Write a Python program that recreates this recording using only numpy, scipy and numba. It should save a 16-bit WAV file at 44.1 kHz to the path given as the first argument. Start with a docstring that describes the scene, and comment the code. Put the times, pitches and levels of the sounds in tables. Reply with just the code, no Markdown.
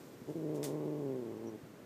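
"""A cat's low growl

A cat lying on a bed gives one low growl with its mouth shut, close by, in a quiet room.
Uneven pulses of its vocal folds make the throat ring; the growl catches once, holds, then sinks
and weakens. Cloth is brushed briefly, the bed takes a few soft bumps, and a faint squeak passes."""
import sys
import numpy as np
from scipy import signal
from scipy.fft import rfft, irfft
from scipy.io import wavfile
from scipy.ndimage import uniform_filter1d
from numba import njit

SR = 44100
rng = np.random.default_rng(int(sys.argv[2]) if len(sys.argv) > 2 else 0)


def put_to_file(sound):
    """Save the sound as 16-bit audio at rate SR, in the file named by the first command-line argument."""
    columns = np.atleast_2d(sound).T  # one column per channel
    safe = np.clip(columns, -1, 1)
    whole_steps = np.round(safe * 32767)
    wavfile.write(sys.argv[1], SR, whole_steps.astype(np.int16))


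N = 81585

# The room's low noise. Each row: frequency in Hz, relative level in dB.
ROOM_TONE = [(25,-55),(50,-20),(80,-16),(115,0.5),(200,1.5),(270,2),(380,1),(520,-2),(750,-11.5),(1200,-14.5),(2000,-18.5),(3000,-24),(7000,-36),(15000,-40)]
# A fine hiss. Each row: frequency in Hz, relative level in dB.
HISS_TONE = [(1000,-12.5),(3500,0),(7000,1),(8700,-1.5),(10300,-6.5),(12500,0),(15000,-5)]
# The hiss easing off. Each row: time in seconds, level in dB.
HISS_FADE = [(0,-63.5),(.15,-67.5),(.45,-67.5),(1.0,-68.5),(1.85,-70.5)]
# Soft bumps on the bed. Each row: time in seconds, level in dB, pitch in Hz, fade time in seconds.
BED_BUMPS = [(.168,-60,150,0.0048),(.22,-41.5,197,0.0043),(.44,-64,166,0.0084),(1.637,-48,116,0.0067)]
# Brushes of cloth. Each row: start in seconds, level in dB, rise and fade times in seconds.
CLOTH_BRUSHES = [(.275,-66,0.023,0.04),(.54,-58,0.019,0.022),(0.628,-42.5,0.016,0.028)]
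# The sound of rubbing cloth. Each row: frequency in Hz, relative level in dB.
CLOTH_TONE = [(500,-2.5),(1200,-3),(1900,-1.5),(2600,-4),(4000,0),(7500,2),(10000,-3.5),(15000,-6)]
# Fibres that snag and let go. Each row: start in seconds, level in dB, band centre and width in Hz.
FIBRE_SNAGS = [(.557,-55.5,9000,4000),(.6305,-39.5,3500,6000),(.6415,-38.5,12000,9000),(.6485,-44,3000,4000)]
# How fast the vocal folds pulse. Each row: time in seconds, pitch in Hz.
GROWL_PITCH = [(0.28, 148.7), (0.326, 149.2), (0.364, 167.6), (0.39, 159.2), (0.492, 151.5), (0.522, 155.2),
               (0.59, 141.4), (0.64, 149.1), (0.682, 135.8), (0.718, 150.9), (0.774, 152.2), (0.836, 148.5),
               (0.874, 152.9), (0.892, 150.5), (0.97, 148.1), (0.988, 152.4), (1.046, 138.4),
               (1.206, 123.8), (1.234, 116.5), (1.264, 114.9), (1.32, 109.0), (1.356, 107.2),
               (1.442, 114.4), (1.56, 107.1)]
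# How hard the cat growls. Each row: time in seconds, level in dB.
GROWL_EFFORT = [(.272,-52),(.285,-40),(.316,-39),(.338,-60),(.358,-38),(.41,-39.5),(.5,-37.5),(.55,-37),(.61,-39.5),(.685,-40),(.72,-38),(.96,-39),(1.11,-38),(1.2,-43),(1.31,-41),(1.365,-45),(1.44,-43),(1.48,-40),(1.505,-46.5),(1.555,-45.5)]
# How unevenly the folds move. Each row: time in seconds, roughness from 0 to 1.
ROUGHNESS = [(.28,.7),(.36,.55),(.41,.55),(.44,.9),(.48,.42),(.62,.5),(.7,.5),(.97,.55),(1.07,.28),(1.13,.33),(1.21,.68),(1.3,.42),(1.37,.72),(1.45,.27),(1.56,.35)]
# How the throat shapes the sound. Each row: frequency in Hz, relative level in dB.
THROAT_TONE = [(50,-41.5),(100,-13),(150,-3.5),(220,-4.5),(305,-2.5),(400,-3),(460,-6.5),(540,-9),(630,-6),(740,-21),(900,-13.5),(1100,-10),(1300,-39),(3000,-43.5)]
# The mouth rings higher as the cat presses, lower as it slackens.
# Each row: time in seconds, frequency in Hz.
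MOUTH_RING = [(.3,424),(.38,387),(.52,460),(.75,444),(.95,411),(1.11,420.9),(1.27,400.4),(1.55,372.8)]
# The higher ringing of the muzzle. Each row: frequency in Hz, relative level in dB.
MUZZLE_TONE = [(300,-36.5),(700,-7.5),(810,3.5),(900,5),(990,0),(1100,2),(1280,-22),(2100,-19.5),(3200,-24.5),(8000,-68.5)]
# How loud the muzzle is next to the throat. Each row: time in seconds, level in dB.
MUZZLE_LEVEL = [(.3,-21.5),(.37,-37),(.52,-25.5),(.64,-16.5),(.8,-17),(.95,-21),(1.13,-22),(1.3,-21),(1.55,-19)]


def undb(db):
    """Turn decibels into a number to multiply by."""
    return 10 ** (np.asarray(db) / 20)


def unit(x):
    """Scale a sound so its average (rms) level is 1."""
    return x / np.sqrt(np.mean(x ** 2))


def curve(rows, t):
    """Join (time, value) rows with straight lines."""
    return np.interp(t, *np.array(rows, float).T)


def noise():
    """White noise."""
    return rng.standard_normal(N)


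def wander(rate):
    """A smooth random drift; a higher rate makes it quicker."""
    size = int(SR / rate)
    return unit(uniform_filter1d(uniform_filter1d(noise(), size), size))


def colour(x, tone):
    """Make each frequency louder or softer, following a tone table."""
    size = 8192
    hz, db = np.array(tone, float).T
    grid_hz = np.arange(size // 2 + 1) * SR / size + 1
    gain = undb(np.interp(np.log(grid_hz), np.log(hz), db))
    # Build the filter so it rings only after a sound, never before.
    cepstrum = irfft(np.log(gain))
    cepstrum[1:size // 2] *= 2
    cepstrum[size // 2 + 1:] = 0
    return signal.fftconvolve(x, irfft(np.exp(rfft(cepstrum))))[:N]


def ring(x, hz, width_hz):
    """Keep one band of frequencies, filtering twice for steep sides."""
    b, a = signal.iirpeak(hz, hz / min(width_hz, SR / 4), fs=SR)
    return signal.lfilter(b, a, signal.lfilter(b, a, x))


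def background(t):
    """Low room noise and a fine hiss that eases off."""
    room = undb(-53.5) * unit(colour(noise(), ROOM_TONE))
    hiss = undb(curve(HISS_FADE, t)) * unit(colour(noise(), HISS_TONE))
    return room + hiss


def room_echo(sound, t, fade_s=.3, level_db=-15):
    """A furnished room sends back a short, soft echo."""
    tail = noise() * undb(-60 * t / fade_s) * (t > .006)
    return undb(level_db) * signal.fftconvolve(sound, tail / np.linalg.norm(tail))[:N]


def squeak(t, peak_s=1.482, fade_s=.016):
    """A faint, airy whistle that comes and goes."""
    whistle = unit(ring(noise(), hz=5800, width_hz=250))
    return undb(-63.5) * np.exp(-((t - peak_s) / fade_s) ** 2) * whistle


def bed_bumps(t):
    """Padded knocks, each only a wave or two long."""
    return sum(undb(db) * np.exp(-((t - at) / fade) ** 2) * np.sin(2 * np.pi * hz * (t - at))
               for at, db, hz, fade in BED_BUMPS)


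def cloth(t, grain_db=.5, snap_s=.002):
    """Grainy rubbing starts on contact, swells and dies away; single fibres snap free."""
    push = snaps = 0
    for start, db, rise, fade in CLOTH_BRUSHES:
        age = t - start
        swell = np.interp(age, [0, rise], [.1, 1], left=0)
        push += undb(db) * swell * np.exp(-np.maximum(age - rise, 0) / fade)
    grain = undb(grain_db * unit(uniform_filter1d(noise(), size=70)))
    for start, db, hz, width in FIBRE_SNAGS:
        burst = (t > start) * np.exp(-np.abs(t - start) / snap_s)
        snaps += undb(db) * burst * unit(ring(noise(), hz, width))
    return push * unit(colour(grain * noise(), CLOTH_TONE)) + snaps


def vocal_folds(t, jitter_s=.00039, shimmer_db=2.2, flutter_hz=66, flutter_s=.0003):
    """The folds give uneven pulses, each followed by a puff of air."""
    hz = curve(GROWL_PITCH, t) * (1 + .005 * wander(rate=60))
    cycles = np.cumsum(hz) / SR
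    beats = t[1:][np.diff(np.floor(cycles)) > 0]
    rough = curve(ROUGHNESS, beats)
    # Chance makes each pulse early or late (jitter) and strong or weak (shimmer).
    jitter, shimmer = rng.standard_normal((N // 100, 2))[:len(beats)].T
    # A slower flutter also pulls the timing back and forth, adding a rattle.
    flutter = np.sin(2 * np.pi * flutter_hz * beats)
    late = rough * (jitter_s * jitter + flutter_s * flutter)
    at = np.clip(((beats + late) * SR).astype(int), 0, N - 1)
    pulses = np.bincount(at, undb(shimmer_db * rough * shimmer), N) / np.sqrt(hz)
    air = np.exp(-(cycles % 1) / .4) * noise() * curve(ROUGHNESS, t)
    return unit(pulses), unit(air)


@njit
def mouth_cavity(x, hz, damping):
    """The space in the mouth rings at a moving frequency and softens what lies above it."""
    y, band, low = np.empty(len(x)), 0., 0.
    for i in range(len(x)):
        tuning = np.tan(np.pi * hz[i] / SR)
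        ringing = (band + tuning * (x[i] - low)) / (1 + tuning * (tuning + damping))
        y[i] = low + tuning * ringing
        band, low = 2 * ringing - band, 2 * y[i] - low
    return y


def growl(t, end_s=1.559, release_s=.006):
    """Pulses and air from the vocal folds ring the throat, the shut mouth and the muzzle."""
    pulses, air = vocal_folds(t)
    throat = colour(pulses + undb(-21) * air, THROAT_TONE)
    throat = unit(mouth_cavity(throat, curve(MOUTH_RING, t), damping=.43))
    muzzle = unit(colour(pulses + undb(-4) * air, MUZZLE_TONE))
    started = t > GROWL_EFFORT[0][0]
    release = np.exp(-np.maximum(t - end_s, 0) / release_s)
    effort = undb(curve(GROWL_EFFORT, t)) * started * release
    return effort * (throat + undb(curve(MUZZLE_LEVEL, t)) * muzzle)


def scene():
    """Add up the close sounds, their echo and the background."""
    t = np.arange(N) / SR
    close = growl(t) + cloth(t) + bed_bumps(t) + squeak(t)
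    return (close + room_echo(close, t) + background(t))[None]


def record(dry):
    """Cut away the highest treble."""
    top_hz = 15200
    return signal.sosfilt(signal.ellip(10, .2, 70, top_hz, fs=SR, output="sos"), dry)


dry = scene()
out = record(dry)
put_to_file(out)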